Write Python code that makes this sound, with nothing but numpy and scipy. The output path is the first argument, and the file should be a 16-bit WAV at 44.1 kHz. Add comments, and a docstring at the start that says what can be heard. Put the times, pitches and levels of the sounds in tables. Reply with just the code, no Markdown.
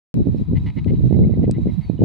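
"""Treetop waterbird colony in a breeze, heard at the two ports of a camera microphone.
Rumble: frozen eddies swept past each port at changing speed, with sharp pressure puffs and a flutter.
Croaks: runs of short calls, uneven pulses and breath ringing a throat. Far whistles: gliding sines.
Ticks: a small struck body ringing in decaying modes. Throughout: a thin hiss of shaped noise
and narrow whining noise bands."""
import sys
import numpy as np
from scipy import signal
from scipy.fft import rfft, irfft
from scipy.io import wavfile
from scipy.ndimage import uniform_filter1d, map_coordinates

SR = 44100
rng = np.random.default_rng(int(sys.argv[2]) if len(sys.argv) > 2 else 0)


def rack_gain(trim_db):
    """Turn a fader trim in dB into the linear factor to multiply a signal by."""
    fader = np.asarray(trim_db, float)
    return 10 ** (fader / 20)


def file_out(sig):
    """Save sig as 16-bit WAV at sys.argv[1]."""
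    # one column per channel
    cols = np.atleast_2d(sig).T
    # limit, then scale
    lim = np.clip(cols, -1, 1)
    pcm = np.round(lim * 32767).astype(np.int16)
    wavfile.write(sys.argv[1], SR, pcm)


N = 90184
TIME = np.arange(N) / SR
START_S = .1415   # the recorder opens

# hiss spectrum: hz, relative_db_per_hz
HISS_SPECTRUM = [(300, -9), (700, 7.5), (1000, 1.5), (1450, -9.5), (2000, -4), (3000, -10), (4200, -9.5),
                 (5000, -19), (7000, -23), (10000, -26), (14000, -32), (16000, -34)]
# left-right correlation of the hiss: hz, likeness_0_to_1
HISS_CORRELATION = [(1200, 0.3), (3000, .6), (6000, 0.45), (12000, .1)]
# breeze in the needles, only its changes count: time_s, level_db
NEEDLE_RUSTLE = [(0.33, -80), (0.952, -72), (1.068, -75.5), (1.26, -83), (1.496, -86.5), (1.678, -75),
                 (1.874, -75), (2.0, -77.5)]
HISS_DB, HISS_DRIFT_DB, HISS_DRIFT_HZ = -58, 1.8, 4.9
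RUSTLE_FROM_HZ, RUSTLE_SHARE, RUSTLE_FLICKER_DB, RUSTLE_FLICKER_HZ = 2600, 0.62, 2.0, 20.0

# whining bands: hz, width_hz, level_db
WHINE_BANDS = [(977, 80, -67.5), (1250.5, 30, -74), (2480, 71, -73), (3410, 88, -84), (3874, 140, -67.5),
               (4820, 81, -86)]
WHINE_FLICKER_DB, WHINE_FLICKER_HZ, WHINE_LEFT_MINUS_RIGHT_DB = 2, 20, 1.5

# contacts on the small body: time_s, level_db, upper_mode_boost_db
TICK_CONTACTS = [(0.3833, -46, -19.5), (0.8443, -39.5, -16.5), (1.19, -47.5, -10.5), (1.5115, -36, 11),
                 (1.5192, -43, -12), (1.74, -68, 14.5), (1.811, -48, -36)]
# modes of the small body: hz, relative_db, t60_s
BODY_MODES = [(2010, -5.5, .005), (2525, -1, 0.0077), (3070, -2, 0.006), (4100, -3, 0.0092),
              (4890, 0, 0.0031), (5530, -5, 0.003), (6660, -8.5, 0.0058), (8130, 1.5, 0.0039),
              (10500, -14.5, 0.0023)]
BRIGHT_FROM_HZ, TICK_TOP_HZ, TICK_SPREAD_DB = 4300, 11500, 1.5
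CONTACT_WIDTH_SHARE, LEFT_LAG_SAMPLES = 0.31, 0.53   # contact bandwidth as a share of mode pitch

# far whistles: start_s, length_s, end_level_db, start_pitch_hz, glide_hz_per_s
FAR_WHISTLES = [(1.606, 0.065, -81, 7330, -5000), (1.826, .08, -64.5, 4530, -2200),
                (1.978, 0.0095, -54.5, 2950, -500), (1.994, 0.033, -67, 3000, 498.5),
                (.372, .014, -69, 5290, -500)]
WHISTLE_EDGE_S, WHISTLE_FADE_DB, WAVER_DB, WAVER_HZ = 0.0052, -7, 1.6, 60

# croaks: start_s, length_s, level_db, mid_throat_hz, throat_rise_hz, rasp_db
CROAK_CALLS = [(0.548, .037, -48, 2034, 113, -9), (0.656, 0.048, -46.5, 2070, 129, -9),
               (0.761, .036, -46, 2094, 89, -11.5), (0.871, .038, -50.5, 2096, 96, -9),
               (0.941, 0.025, -61, 2100, 50.5, 0), (1.118, .034, -57.5, 2040, 101, -12.5),
               (1.223, 0.027, -56.5, 2100, 121, -18), (1.316, 0.031, -58.5, 2064, -60, -17.5),
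               (1.422, 0.035, -55.5, 2020, 120, -9), (1.534, .038, -55.5, 2017, 229.5, -15),
               (1.67, .038, -57.5, 2090, 100, -13.5), (1.801, 0.054, -58, 2126, 153, -18)]
# rasp resonances: hz, width_hz, level_re_rasp_db
RASP_RESONANCES = [(874, 170, 2), (2490, 160, 0), (2880, 240, 0), (3360, 260, -4.5), (3910, 450, -7)]
FIRST_PULSE_HZ, SLOWING_PER_8_PULSES, GAP_JITTER, PULSE_SPREAD_DB = 255.4, 0.26, .12, 3
BREATH_SHARE, BREATH_REF_RASP_DB = 0.41, -6.5   # breath grows dB for dB with rasp
THROAT_WIDTH_HZ, WIDTH_REF_RASP_DB, WIDTH_DB_PER_RASP_DB = 170, -8.0, 0.33   # width at reference rasp
CROAK_ATTACK_S, CROAK_RELEASE_S, CROAK_SWELL_DB = .007, 0.0013, 2.5
ECHO_DB, ECHO_T60_S = -14.5, 0.24   # scatter from the branches

# air speed at the ports: time_s, level_db (RUMBLE_DB is added), left_minus_right_db, eddy_fineness_db
AIR_SPEED = [(0.145, -21.5, -3, -9), (0.217, -14, 4.5, -14), (0.239, -33, -5, -18.5),
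             (0.265, -19, -14, -4.5), (0.297, -14, -5.5, -17), (0.319, -23.5, -12, -12.5),
             (0.345, -23, -2, -5.5), (0.377, -28.5, -2, -18), (0.419, -18, 1.5, -14.5),
             (0.449, -38, -2, -21), (0.471, -26.5, 12, -17.5), (0.523, -17.5, -1.5, -15),
             (0.561, -19, 7, -20), (0.635, -25.5, -1, -18.5), (0.684, -22, -5, -20), (0.729, -37, 4.5, -18),
             (0.751, -35, -15, -24.5), (0.771, -22, -9, -8), (0.809, -28.5, 6, -18), (0.845, -24, 6.5, -25),
             (0.861, -16, 11, -13), (0.893, -19.5, 1, -23), (0.909, -15, 8, -9), (0.941, -14.5, 4, -16),
             (0.967, -23.5, 8, -19), (1.001, -19, -10, -18.5), (1.077, -10.5, -3.5, -18),
             (1.093, -23.5, -7, -25), (1.105, -18, -14, -8), (1.183, -11.5, -11.5, -15),
             (1.213, -10, -1.5, -19), (1.279, -16, 2.5, -15), (1.295, -20, -19, -8.5),
             (1.325, -12.5, -5.5, -17.5), (1.352, -24.5, -6, -11.5), (1.382, -13.5, 1.5, -15),
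             (1.411, -17.5, -6, -14), (1.441, -17.5, 0.5, -6), (1.462, -20.5, 1, -25),
             (1.479, -13, -2.5, -7.5), (1.536, -25.5, 5.5, -17), (1.595, -20, 2.5, -7),
             (1.627, -25.5, -9, -19), (1.663, -18.5, 7, -14), (1.689, -22.5, -3.5, -9),
             (1.743, -24.5, -17, -24), (1.759, -37.5, -8, -19), (1.785, -28, -9, -18),
             (1.806, -30, -13.5, -26), (1.833, -39.5, 4.5, -15), (1.87, -31, -3.5, -24.5),
             (1.895, -23, -12, -12), (1.918, -26.5, -24, -16), (1.943, -29, -8, -10.5),
             (1.98, -32.5, -4.5, -15.5), (2.024, -8, 0.5, -10), (2.04, -11.5, 5, -4.5)]
# pressure of the eddies at nominal speed: hz, relative_db_per_hz
EDDY_SPECTRUM = [(12, -46), (20, -24), (45, -15.5), (91, -3.5), (140, -1), (195, -3.5), (260, -8),
                 (409, -21.5), (650, -39.5), (990, -66), (1500, -85)]
RUMBLE_DB, PORT_SIDE_SHARE = 4, 0.51   # each port takes this share of the left-right difference
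MEAN_FINE_DB, OCTAVES_PER_DB = -11, 0.05   # finer eddies pass sooner
SWIRL_OCTAVES, SWIRL_HZ = 0.14, 12.078   # the speed also wanders
PORT_LIKENESS, SHARED_HZ = 0.59, 71   # the largest eddies cover both ports
EVEN_S, EVEN_SHARE = 0.041, 0.96   # eddies follow each other at a similar strength
LUMP_DB, LUMP_HZ, SKEW = 1.5, 29.7, 0.58   # quick unevenness; pressure peaks are sharper than dips

# run of even eddies on the right port: centre_s, spread_s, level_db, centre_pitch_hz, glide_hz_per_s
EDDY_RUN = (1.789, .008, -7, 165, -2500)

# single sharp eddies: time_s (PUFF_DELAY_S is added), nearer_port_db (PUFF_DB is added),
# left_minus_right_db, half_width_ms
SHARP_EDDIES = [(0.199, -25, 18, 0.78), (0.267, -17.5, -15, 0.95), (0.285, -23, -20.5, 0.9),
                (0.343, -21.5, -18, 0.9), (0.41, -27.5, -16, 1.32), (0.522, -26, -17.5, 0.98),
                (0.53, -20, -10, 1.1), (0.86, -24, 17, 0.83), (0.904, -28, 9, 0.98),
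                (0.931, -21, 11.5, 1.06), (1.063, -27, 8, 0.98), (1.004, -31.5, -2, 0.91),
                (1.106, -18.5, -21, 0.81), (1.123, -15, -15.5, 0.93), (1.159, -22.5, -11, 1.2),
                (1.187, -19.5, -5.5, 0.85), (1.198, -22.5, -23, 0.86), (1.246, -23, 15, 0.8),
                (1.335, -29, -8.5, 0.71), (1.292, -23, -17, 0.77), (1.371, -27.5, -4, 0.8),
                (1.438, -20.5, 21, 0.69), (1.476, -20, -7, 0.91), (1.492, -20, 20, 0.65),
                (1.58, -28, 15, 0.72), (1.654, -28, -15, 0.78), (1.667, -19, -13.5, 0.92),
                (1.895, -16.5, -25.5, 0.92), (1.989, -24, -25, 0.89), (2.017, -18, -18, 0.64),
                (2.026, -17.5, -2.5, 1.5), (2.033, -18.5, 6, 0.75)]
PUFF_DELAY_S, PUFF_DB, PUFF_CUT_HZ = .003, 20, 126
STILL_S, STILL_SHARE = .006, 0.69   # a sharp eddy pushes the others aside for a moment

PORT_TOP = .85   # the membrane stiffens
PORT_LOW_HZ, PORT_HIGH_HZ = 42, 852   # the port passes only this range


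def rms_one(x):
    """Scales each channel to rms 1."""
    return x / np.sqrt(np.mean(x ** 2, axis=-1, keepdims=True) + 1e-20)


def cut(x, hz, kind, order=2):
    """Butterworth low-pass or high-pass."""
    return signal.sosfilt(signal.butter(order, hz, kind, fs=SR, output="sos"), x)


def resonance(x, hz, width_hz):
    """Two-pole resonance with zeros at both ends of the spectrum."""
    r = np.exp(-np.pi * width_hz / SR)
    poles = [1, -2 * r * np.cos(2 * np.pi * hz / SR), r * r]
    return signal.lfilter([(1 - r * r) / 2, 0, (r * r - 1) / 2], poles, x)


def pan(left_minus_right_db):
    """Left and right gains."""
    return rack_gain(np.array([left_minus_right_db / 2, -left_minus_right_db / 2]))


def at_hz(points, hz):
    """Reads a curve on a log frequency axis."""
    point_hz, values = np.transpose(points)
    return np.interp(np.log(hz + 1), np.log(point_hz), values)


def coloured(points, size):
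    """Two unrelated noises with the given spectrum: rolled off below it, silent above."""
    hz = np.arange(size // 2 + 1) * SR / size
    low_end = np.minimum(hz / points[0][0], 1) ** 2
    gain = rack_gain(at_hz(points, hz)) * (hz < points[-1][0]) * low_end
    return rms_one(irfft(rfft(rng.standard_normal((2, size))) * gain, size))


def drift(rate_hz):
    """Slow chance, one track a channel, rms 1."""
    r = np.exp(-2 * np.pi * rate_hz / SR)
    settle = SR // 4
    track = signal.lfilter([1], [1, -2 * r, r * r], rng.standard_normal((2, N + settle)))
    return rms_one(track[:, settle:])


def hiss():
    """Broad noise, most alike in both channels mid-range; its treble swells with breeze in the needles."""
    mid, side = rfft(coloured(HISS_SPECTRUM, size=N))
    alike = at_hz(HISS_CORRELATION, np.arange(len(mid)) * SR / N)
    common, differing = np.sqrt(1 + alike) * mid, np.sqrt(1 - alike) * side
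    both = rms_one(irfft([common + differing, common - differing], N))
    rustle_db = np.interp(TIME, *np.transpose(NEEDLE_RUSTLE))
    swell_db = RUSTLE_SHARE * (rustle_db - rustle_db.mean())
    swell = rack_gain(swell_db + RUSTLE_FLICKER_DB * drift(RUSTLE_FLICKER_HZ)[0])
    treble = swell * cut(both, RUSTLE_FROM_HZ, "high", order=1)
    both = cut(both, RUSTLE_FROM_HZ, "low", order=1) + treble
    return rack_gain(HISS_DB + HISS_DRIFT_DB * drift(HISS_DRIFT_HZ)) * both


def whines():
    """Narrow bands of noise that flicker, each on its own."""
    out = 0
    for hz, width_hz, level_db in WHINE_BANDS:
        band = resonance(rng.standard_normal(N), hz, width_hz)
        band = resonance(band, hz, 2 * width_hz)
        out = out + rack_gain(level_db + WHINE_FLICKER_DB * drift(WHINE_FLICKER_HZ)[0]) * rms_one(band)
    return out * pan(WHINE_LEFT_MINUS_RIGHT_DB)[:, None]


def ticks():
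    """A small hard body is struck, a little to the right; harder contacts reach its upper modes."""
    time_s, level_db, boost_db = np.transpose(TICK_CONTACTS)
    out = 0
    for hz, mode_db, t60_s in BODY_MODES:
        chance_db = rng.normal(0, TICK_SPREAD_DB, len(time_s))
        clicks = np.full(N, 1e-18)   # not quite zero: no denormals
        contact_db = level_db + mode_db + boost_db * (hz > BRIGHT_FROM_HZ) + chance_db
        clicks[(time_s * SR).astype(int)] = rack_gain(contact_db)
        r, w = rack_gain(-60 / (t60_s * SR)), 2 * np.pi * hz / SR
        ring = signal.lfilter([0, np.sin(w)], [1, -2 * r * np.cos(w), r * r], clicks)
        out = out + resonance(ring, hz, CONTACT_WIDTH_SHARE * hz)
    out = cut(out, TICK_TOP_HZ, "low", order=6)
    left = np.interp(np.arange(N) - LEFT_LAG_SAMPLES, np.arange(N), out)
    return np.array([left, out])


def whistles():
    """Gliding, fading sines with soft edges and a slight level waver."""
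    out, waver = np.zeros(N), rack_gain(WAVER_DB * drift(WAVER_HZ)[0])
    for start_s, length_s, end_db, hz, glide in FAR_WHISTLES:
        t = TIME - start_s
        shape = np.clip(np.minimum(t, length_s - t) / WHISTLE_EDGE_S, 0, 1)
        level_db = end_db + WHISTLE_FADE_DB * (np.clip(t / length_s, 0, 1) - 1)
        out += rack_gain(level_db) * shape * np.sin(2 * np.pi * (hz * t + glide * t * t / 2))
    return out * waver


def croak_source(length_s, rasp_db, t):
    """Uneven pulses that slow through the call, with breath; effort grows to its end."""
    gap_chance, pulse_chance, breath = rng.standard_normal((3, len(t)))
    gaps_s = (1 + SLOWING_PER_8_PULSES * np.arange(30) / 8) * np.exp(GAP_JITTER * gap_chance[:30])
    gaps_s = gaps_s / FIRST_PULSE_HZ
    pulses = np.zeros(SR)
    places = ((np.cumsum(gaps_s) - gaps_s[0] / 2) * SR).astype(int) % SR
    pulses[places] = rack_gain(PULSE_SPREAD_DB * pulse_chance[:30])
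    source = rms_one(pulses[:len(t)]) + BREATH_SHARE * rack_gain(rasp_db - BREATH_REF_RASP_DB) * breath
    edges = np.minimum(t / CROAK_ATTACK_S, (length_s - t) / CROAK_RELEASE_S)
    return source * np.clip(edges, 0, 1) * rack_gain(CROAK_SWELL_DB * np.clip(t / length_s, 0, 1))


def throat(source, hz_track, width_hz):
    """Resonance with a gliding centre: shift to zero, low-pass, shift back."""
    turn = np.exp(2j * np.pi * np.cumsum(hz_track) / SR)
    band = cut(source / turn, width_hz / 2, "low", order=1)
    band = cut(band, 1.5 * width_hz, "low", order=1)
    return 2 * np.real(turn * band)


def croaks():
    """Pulses and breath ring a gliding throat and fixed rasp resonances; branches scatter the calls."""
    out = np.zeros(N + SR)
    t = np.arange(SR // 10) / SR
    for start_s, length_s, level_db, hz, rise_hz, rasp_db in CROAK_CALLS:
        source = croak_source(length_s, rasp_db, t)
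        width_hz = THROAT_WIDTH_HZ * rack_gain(WIDTH_DB_PER_RASP_DB * (rasp_db - WIDTH_REF_RASP_DB))
        call = throat(source, hz + rise_hz * (np.clip(t / length_s, 0, 1) - .5), width_hz)
        for rasp_hz, rasp_width_hz, relative_db in RASP_RESONANCES:
            rasp = resonance(resonance(source, rasp_hz, rasp_width_hz), rasp_hz, 2 * rasp_width_hz)
            call = call + rack_gain(relative_db + rasp_db) * rasp
        i = int(start_s * SR)
        out[i:i + len(t)] += rack_gain(level_db) * rms_one(call) * np.sqrt(length_s * 10)   # rms over the call
    direct = out[None, :N]
    t = np.arange(SR // 5) / SR
    scatter = rms_one(rng.standard_normal((2, len(t))) * rack_gain(-60 * t / ECHO_T60_S)) / np.sqrt(len(t))
    return direct + rack_gain(ECHO_DB) * signal.fftconvolve(direct, scatter, axes=1)[:, :N]


def wind():
    """A frozen row of eddies is swept past each port at a changing speed."""
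    time_s, *columns = np.transpose(AIR_SPEED)
    level_db, pan_db, fine_db = [np.interp(TIME, time_s, c) for c in columns]
    side_db = PORT_SIDE_SHARE * pan_db
    mean_power_db = 10 * np.log10((1 + rack_gain(-4 * abs(side_db))) / 2)   # louder port at 0 dB
    port_db = level_db + RUMBLE_DB + np.array([side_db, -side_db]) - abs(side_db) - mean_power_db
    octaves = OCTAVES_PER_DB * (fine_db - MEAN_FINE_DB) + SWIRL_OCTAVES * drift(SWIRL_HZ)
    place = np.cumsum(2 ** np.clip(octaves, -1, 1), axis=1)
    rows = coloured(EDDY_SPECTRUM, size=2 ** 18)
    swept = np.array([map_coordinates(row, [p], order=3) for row, p in zip(rows, place)])
    swept = swept + PORT_LIKENESS * cut(swept, SHARED_HZ, "low")[::-1]   # from the other port
    width = int(EVEN_S * SR)
    power = uniform_filter1d(uniform_filter1d(swept ** 2, width), width)
    even = rms_one(swept / power ** (EVEN_SHARE / 2))
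    pressure = rack_gain(port_db + LUMP_DB * drift(LUMP_HZ)) * even
    return pressure + SKEW * pressure ** 2


def flutter():
    """A few regular pressure swings that slow down, on the right port."""
    centre_s, spread_s, level_db, hz, glide = EDDY_RUN
    t = TIME - centre_s
    swings = np.cos(2 * np.pi * (hz * t + glide * t * t / 2))
    return rack_gain(level_db) * np.exp(-.5 * (t / spread_s) ** 2) * swings * [[0], [1]]


def puffs(breeze):
    """Adds sharp eddies, each a smooth pressure bump with a suck behind it, calming the breeze around it."""
    bumps, calm = np.zeros((2, N)), np.ones((2, N))
    for time_s, level_db, pan_db, half_width_ms in SHARP_EDDIES:
        t = TIME - time_s - PUFF_DELAY_S
        port_share = rack_gain(-abs(pan_db) / 2) * pan(pan_db)[:, None]   # nearer port 1
        bumps += rack_gain(level_db + PUFF_DB) * port_share * np.exp(-(t / (half_width_ms / 1000)) ** 2)
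        calm *= 1 - STILL_SHARE * port_share * np.exp(-.5 * (t / STILL_S) ** 2)
    return breeze * calm + cut(bumps, PUFF_CUT_HZ, "high")   # the high-pass makes the suck


def ports(air):
    """Strong pushes are rounded, then the port trims both ends of the spectrum."""
    rounded = PORT_TOP * np.tanh(air / PORT_TOP)
    return cut(cut(rounded, PORT_LOW_HZ, "high"), PORT_HIGH_HZ, "low", order=6)


def scene():
    """All sources at the two ports."""
    rumble = ports(puffs(wind()) + flutter())
    return hiss() + whines() + ticks() + whistles() + croaks() + rumble


def band_limit(x):
    """A steep low-pass at the top of the band."""
    return signal.sosfilt(signal.butter(12, 15676, fs=SR, output="sos"), x)


def record(dry):
    """Clips at full scale; silence until the recorder opens."""
    mix = np.clip(dry, -1, 1) * (TIME >= START_S)
    return band_limit(mix)


dry = scene()
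out = record(dry)
file_out(out)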